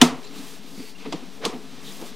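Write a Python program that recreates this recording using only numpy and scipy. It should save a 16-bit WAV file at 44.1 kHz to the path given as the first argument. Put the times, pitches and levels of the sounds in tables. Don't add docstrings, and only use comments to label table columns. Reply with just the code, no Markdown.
import sys
import numpy as np
from scipy import signal
from scipy.fft import rfft, irfft, next_fast_len
from scipy.io import wavfile
from scipy.ndimage import uniform_filter1d, map_coordinates

SR = 44100
rng = np.random.default_rng(int(sys.argv[2]) if len(sys.argv) > 2 else 0)


def output_pcm(signal):
    pcm = np.clip(np.atleast_2d(signal).T, -1, 1) * 32767
    wavfile.write(sys.argv[1], SR, np.round(pcm).astype(np.int16))


def convert_level_to_amplitude(level_db):
    exponent = np.asarray(level_db, float) / 20
    return 10 ** exponent


N = 94859

# start in seconds, crack level in dB, clack level in dB, rattle length in seconds,
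# top of the crack in Hz.
SNAPS = [
    (0.0143, -3.5, -16.5, 0.0038, 14900),
    (1.057, -35.5, -36.5, 0.0092, 3200),
    (1.1236, -26.5, -31.5, 0.0065, 6800),
    (1.4512, -17.5, -27.5, 0.0018, 12300),
    (1.4575, -29, -34.5, 0.005, 7200),
    (1.491, -40, -35, 0.012, 4370),
    (2.016, -47, -37.5, .01, 3960),
    (1.529, -42, -37.5, 0.02, 2980),
]
# frequency in Hz, level in dB.
CRACK_SPECTRUM = [(1300, -12), (1620, -17.5), (1900, -9), (2400, -9), (3200, -8), (4500, -8), (8000, -12),
                  (15000, -23.5)]
# frequency in Hz, level in dB, T60 in seconds.
RIM_MODES = [(2930, 0, .03), (3430, -1, .035), (4150, -6, .016), (5500, -10, .012)]
# frequency in Hz, width in Hz, level in dB.
WALL_RESONANCES = [(300, 180, -3.5), (435, 133, 2), (702, 130, 3), (910, 150, -3.5), (1032, 134, -0.5),
                   (1270, 67, -22)]
# frequency in Hz, level in dB, T60 in seconds.
PIPE_MODES = [(165, -16, 0.17), (247.4, -5, 0.17), (263.2, -1.5, 0.077), (350, -12, 0.11), (443, -18, 0.2),
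              (721, -12.5, 0.081), (922, -18.5, 0.14), (1276, -25, 0.18)]
# start in seconds, end in seconds, end level in dB, rise in dB, top in Hz.
SKIDS = [
    (0.003, 0.015, -28, 14, 2900),
    (1.416, 1.452, -25.5, 20.5, 5300),
    (1.035, 1.058, -38, 19, 4000),
    (1.99, 2.06, -46.5, 1, 1100),
    (1.36, 1.43, -43.5, 13, 960),
]
# start in seconds, level in dB, hold in seconds, pitch in Hz.
TONES = [(.0195, -14, 0.0038, 3435), (.016, -9, .0015, 3050), (.017, -18, 0.0073, 3610),
         (.019, -17.5, 0.011, 665), (0.016, -24.5, 0.013, 1026), (0.016, -23, 0.017, 1362),
         (1.056, -45, .01, 1210), (1.057, -49, 0.009, 2500), (1.1245, -31, 0.011, 692),
         (1.13, -30.5, 0.011, 448), (1.125, -43, 0.0056, 940), (1.126, -38, .004, 3390),
         (1.452, -22.5, 0.00078, 3200), (1.4518, -26, 0.0027, 4600), (1.4525, -26.5, 0.0085, 1113),
         (1.453, -30, .009, 722), (1.4635, -35, 0.0027, 6200), (2.2, -45, .012, 1200),
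         (2.5, -47, .015, 690), (.242, -50, .012, 7300), (1.46, -31.5, 0.021, 205),
         (1.434, -35.5, 0.012, 482), (1.545, -39.5, 0.022, 440), (1.505, -45, .02, 1110),
         (1.4, -41, .02, 442), (0.95, -48, .012, 2770)]
# start in seconds, level in dB, push length in seconds, pitch in Hz.
BUMPS = [(0.111, -32.5, 0.042, 263.4), (0.165, -40, 0.03, 256), (0.245, -46.5, 0.023, 414),
         (0.299, -42, 0.027, 270), (0.363, -38, 0.012, 270), (0.389, -38.5, 0.02, 270),
         (.52, -48.5, 0.02, 426), (.6, -47, .02, 190), (0.642, -39, 0.0093, 262), (0.715, -45, 0.058, 270),
         (0.775, -29.5, 0.0041, 211), (0.787, -35.5, 0.023, 267), (0.818, -48, 0.026, 430),
         (1.065, -33.5, 0.021, 273.4), (1.061, -37.5, 0.035, 431), (1.132, -29, 0.014, 324),
         (1.456, -23.5, 0.011, 453), (1.136, -34, 0.026, 174.5), (1.221, -35, 0.018, 257),
         (1.263, -44, 0.025, 187), (1.521, -36.5, 0.031, 432.6), (1.542, -36.5, 0.031, 249),
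         (1.619, -45.5, 0.044, 264), (1.721, -41.5, 0.025, 253), (1.771, -42, 0.016, 270),
         (1.824, -48, 0.046, 271), (1.962, -43, 0.011, 280), (1.996, -43, 0.024, 300),
         (2.015, -34.5, 0.012, 320), (2.041, -40, 0.0084, 240), (2.11, -39.5, 0.0096, 238)]
# time in seconds, level in dB, brightness in dB.
DRAG = [(0, -47.5, -17), (.22, -53, 7), (.25, -47, -1.5), (.32, -50.5, 1.5), (0.358, -44.5, 5.5),
        (.55, -48.5, 9), (.6, -51.5, 1), (.72, -51, 9), (0.898, -50.5, 10), (0.942, -61, 7), (1.0, -47, -1),
        (1.15, -48, -3), (1.35, -52.5, 4), (1.5, -54, 6.5), (1.8, -48, -1), (1.87, -46, 9),
        (2.08, -45.5, 6), (2.13, -50, -1)]
# frequency in Hz, density in dB per Hz.
RUB_SPECTRUM = [(290, -55), (500, -19), (603, -4.5), (666, -4), (1250, -2.5), (1370, -7), (3580, -3),
                (13800, -22), (15500, -22)]
# start in seconds, length in seconds, level in dB, start pitch in Hz, end pitch in Hz.
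SQUEAKS = [
    (0.227, 0.075, -51.5, 3900, 4360),
    (0.359, 0.042, -50.5, 4200, 4110),
    (0.714, 0.23, -53, 4700, 4500),
    (0.758, 0.15, -53.5, 2090, 2570),
    (0.986, 0.061, -52.5, 2400, 2760),
    (1.838, 0.088, -45.5, 3800, 3510),
]
# frequency in Hz, T60 in seconds.
ROOM_T60 = [(200, 0.46), (1000, 0.47), (4000, 0.25), (12000, 0.2)]
# frequency in Hz, density in dB per Hz.
HISS_SPECTRUM = [(18, -39), (30, -24), (41, -41), (55, -31), (270, -24), (432, 3.5), (518, -10),
                 (5590, -14), (15500, -38)]
# frequency in Hz, width in Hz, level in dB.
AIR_RESONANCES = [(169, 31, -4), (198.4, 18.6, -0.5), (270, 27, 0), (334.4, 35, -7), (422, 44, -6.5),
                  (670, 77, -15.5)]
APART_S = [.02, .045, .235, .275, .53, .675, .99, 1.12, 1.145, 1.445, 1.79, 1.93, 2.09]
CHANNEL_OFFSET = [
    [.0188],
    [.0046],
]

CRACK_RISE_S, CRACK_T60_S, RIM_DB = .0005, .035, 1
CLACK_RISE_S, CLACK_HOLD_S, CLACK_T60_S = .0026, .0092, .053
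CLACK_TOP_SHARE = .15
ROOM_CRACK_DB, ROOM_CLACK_DB, ROOM_RISE_S = -9.5, -6.5, .00092
BOOM_DB, BOOM_DELAY_S, BOOM_RISE_S = 2, .0017, .0063
TONE_RISE_CYCLES, TONE_T60_S, TONE_ROUGH_SHARE = 1.5, .03, .3
BUMP_RISE_S, BUMP_T60_S, BUMP_PUFF_DB, BUMP_TOP_HZ = .005, .045, -6.5, 476
GRAINS_PER_S, GRAIN_SPREAD_DB, GRAIN_SHARE, RUB_FLUTTER_DB = 3000, 2.5, .4, .8
SQUEAK_WIDTH_HZ, SQUEAK_EDGE_POWER = 900, .5
HISS_DB, HUM_DB, HUM_FLUTTER_DB = -52.5, -49.5, 1.8
HUM_DB_PER_DRAG_DB = .51
LOW_CUT_HZ, TOP_HZ, SELF_NOISE_DB = 142, 15790, -64
APART_LENGTH_S, APART_DB, APART_CEILING_DB = .022, -5.5, -47
DRIFT_DB, STRAY_DB, STRAY_PATCHY_DB = -62, -68.5, 7


def unit(x):
    return x / np.sqrt(np.mean(x ** 2) + 1e-20)


def along(points, hz):
    f, v = np.transpose(points)
    return np.interp(np.log(hz + 1), np.log(f + 1), v)


def wobble(knots_per_s):
    knots = rng.standard_normal(int(N * knots_per_s / SR) + 4)
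    return map_coordinates(knots, [np.arange(N) * knots_per_s / SR])


def filtered(x, response):
    n = x.shape[-1]
    m = next_fast_len(n + 8192)
    return irfft(rfft(x, m) * response(np.fft.rfftfreq(m, 1 / SR)), m)[..., :n]


def noise(n, response):
    return unit(filtered(rng.standard_normal(n), response))


def low_pass(f, top_hz, order=4):
    return 1 / (1 + (f / top_hz) ** order)


def peak(f, centre_hz, width_hz):
    return 1j * f * width_hz / (centre_hz * centre_hz - f * f + 1j * f * width_hz)


def rise(t, length_s):
    return np.clip(t / length_s, 0, 1)


def fade(t, hold_s, t60_s):
    return convert_level_to_amplitude(-60 * np.clip(t - hold_s, 0, None) / t60_s)


def ring(modes, t, t60_scale, scatter_db):
    out = np.zeros(len(t))
    for hz, db, t60_s in modes:
        a, b = rng.standard_normal(2)
        decay = convert_level_to_amplitude(db + scatter_db * a - 60 * t / (t60_scale * min(t60_s, .3)))
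        out += decay * np.sin(2 * np.pi * hz * (1 + .0049 * scatter_db * b) * t)
    return out


def add(track, start_s, sound):
    track[round(start_s * SR):][:len(sound)] += sound


def snaps():
    out, t = np.zeros(N + SR), np.arange(SR // 2) / SR
    for s, crack_db, clack_db, length_s, top_hz in SNAPS:
        def sharp(f):
            return convert_level_to_amplitude(along(CRACK_SPECTRUM, f)) * low_pass(f, top_hz)

        def wall(f):
            body = sum(convert_level_to_amplitude(db) * peak(f, c, w) for c, w, db in WALL_RESONANCES)
            return body * low_pass(f, CLACK_TOP_SHARE * top_hz)

        crack = noise(len(t), sharp) * rise(t, CRACK_RISE_S) * fade(t, length_s, CRACK_T60_S)
        crack += convert_level_to_amplitude(RIM_DB) * ring(RIM_MODES, t, .67, 1.3) * rise(t, length_s / 3)
        clack = noise(len(t), wall) * rise(t, CLACK_RISE_S) * fade(t, CLACK_HOLD_S, CLACK_T60_S)
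        add(out, s, convert_level_to_amplitude(crack_db - 4.5) * (crack + convert_level_to_amplitude(ROOM_CRACK_DB) * room(sharp)))
        add(out, s, convert_level_to_amplitude(clack_db) * (clack + convert_level_to_amplitude(ROOM_CLACK_DB) * room(wall)))
    return out[:N]


def boom():
    out, t = np.zeros(N + SR), np.arange(SR // 2) / SR
    swell = 1 - np.exp(-t / BOOM_RISE_S)
    add(out, SNAPS[0][0] + BOOM_DELAY_S, convert_level_to_amplitude(BOOM_DB) * ring(PIPE_MODES, t, 1.0, 0) * swell)
    return out[:N]


def skids():
    out, t = np.zeros(N + SR), np.arange(SR // 2) / SR
    for start_s, end_s, db, rise_db, top_hz in SKIDS:
        scrape = noise(len(t), lambda f: f / (f + 250) * low_pass(f, top_hz) / (f + 600) ** .89)
        length_s = end_s - start_s
        swell = convert_level_to_amplitude(db - rise_db * (1 - rise(t, length_s))) * (t < length_s)
        add(out, start_s, swell * scrape)
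    return out[:N]


def tones():
    out, t = np.zeros(N + SR), np.arange(SR // 8) / SR
    for s, db, hold_s, hz in TONES:
        rough = 1 + TONE_ROUGH_SHARE * unit(uniform_filter1d(rng.standard_normal(len(t)), size=150))
        shape = rise(t, TONE_RISE_CYCLES / hz) * fade(t, hold_s, TONE_T60_S)
        add(out, s, convert_level_to_amplitude(db) * shape * rough * np.sin(2 * np.pi * hz * t))
    return out[:N]


def bumps():
    out, t = np.zeros(N + SR), np.arange(SR // 4) / SR

    def body(f):
        return sum(peak(f, hz, 85) ** 2 for hz, _, _ in PIPE_MODES) * low_pass(f, BUMP_TOP_HZ, 2)

    for s, db, length_s, hz in BUMPS:
        shape = np.sin(np.pi / 2 * rise(t, BUMP_RISE_S)) ** 2 * fade(t, length_s, BUMP_T60_S)
        puff = convert_level_to_amplitude(BUMP_PUFF_DB) * noise(len(t), body)
        add(out, s, convert_level_to_amplitude(db) * shape * (np.sin(2 * np.pi * hz * t) + puff))
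    return out[:N]


def rubbing():
    s, db, bright_db = np.transpose(DRAG)
    t = np.arange(N) / SR
    hits = rng.random(N) < GRAINS_PER_S / SR
    grit = hits * convert_level_to_amplitude(GRAIN_SPREAD_DB * rng.exponential(size=N)) * rng.standard_normal(N)
    source = rng.standard_normal(N) + GRAIN_SHARE * unit(grit)
    rub = unit(filtered(source, lambda f: convert_level_to_amplitude(along(RUB_SPECTRUM, f))))
    top = filtered(rub, lambda f: 1 / (1 + (6500 / (f + 1)) ** 4))
    level = convert_level_to_amplitude(np.interp(t, s, db) + RUB_FLUTTER_DB * wobble(24.5))
    return level * (rub - top + top * convert_level_to_amplitude(np.interp(t, s, bright_db)))


def squeaks():
    out, t = np.zeros(N + SR), np.arange(SR // 4) / SR
    for s, length_s, db, start_hz, end_hz in SQUEAKS:
        u = rise(t, length_s)
        slow = noise(len(t), lambda f: low_pass(f, SQUEAK_WIDTH_HZ / 2, 2))
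        carrier = np.sin(2 * np.pi * np.cumsum(start_hz + (end_hz - start_hz) * u) / SR)
        add(out, s, convert_level_to_amplitude(db + 4.5) * np.sin(np.pi * u) ** SQUEAK_EDGE_POWER * slow * carrier)
    return out[:N]


def room(colour):
    n = SR // 2
    hz, t, z = signal.stft(noise(n, colour), SR, nperseg=256)
    decay = convert_level_to_amplitude(-60 * t / along(ROOM_T60, hz)[:, None])
    tail = signal.istft(z * decay, SR, nperseg=256)[1][:n]
    return tail * rise(np.arange(n) / SR, ROOM_RISE_S)


def background():
    s, drag_db, _ = np.transpose(DRAG)
    stir_db = HUM_DB_PER_DRAG_DB * (np.interp(np.arange(N) / SR, s, drag_db) - drag_db.mean())
    hiss = noise(N, lambda f: convert_level_to_amplitude(along(HISS_SPECTRUM, f)))
    hum = noise(N, lambda f: sum(convert_level_to_amplitude(db) * peak(f, c, w + 20) ** 2 for c, w, db in AIR_RESONANCES))
    return convert_level_to_amplitude(HISS_DB) * hiss + convert_level_to_amplitude(HUM_DB + stir_db + HUM_FLUTTER_DB * wobble(11.77)) * hum


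def scene():
    contacts = snaps() + boom() + skids() + tones() + bumps()
    mono = contacts + rubbing() + squeaks() + background()
    return np.array([mono, mono])


def microphone(dry):
    def band(f):
        r = f / LOW_CUT_HZ
        return (f < TOP_HZ) * ((1j * r) ** 2 / (1 + 1.1j * r - r ** 2)) ** 2

    self_noise = noise(N, lambda f: (f / (f + 50)) ** 2 * low_pass(f, 110))
    return filtered(dry, band) + convert_level_to_amplitude(SELF_NOISE_DB) * self_noise


def channel_difference(x):
    t = np.arange(N) / SR
    gate = sum(np.cos(np.pi * np.clip((t - s) / (2 * APART_LENGTH_S), -.5, .5)) ** 2 for s in APART_S)
    z = signal.stft(x, nperseg=512)[2]
    ceiling = convert_level_to_amplitude(APART_CEILING_DB)
    size = np.tanh(uniform_filter1d(abs(z), 5, 0) / ceiling) * ceiling
    blur = signal.istft(size * np.exp(2j * np.pi * rng.random(z.shape)), nperseg=512)[1][:N]
    apart = convert_level_to_amplitude(APART_DB) * gate * filtered(blur, lambda f: (f / (f + 3000)) ** .51)
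    stray = noise(N, lambda f: (f / (f + 50)) ** 2 * low_pass(f, 250, 2))
    stray = convert_level_to_amplitude(STRAY_DB + STRAY_PATCHY_DB * wobble(14)) * stray
    return apart + convert_level_to_amplitude(DRIFT_DB) * wobble(3.6) + stray


def top_cut(x):
    return signal.sosfilt(signal.butter(12, 15780, fs=SR, output="sos"), x)


def record(dry):
    x = microphone(dry)
    x = x + channel_difference(x[0]) * [[1], [-1]] + np.array(CHANNEL_OFFSET)
    return top_cut(np.clip(x, -1, 1))


dry = scene()
out = record(dry)
output_pcm(out)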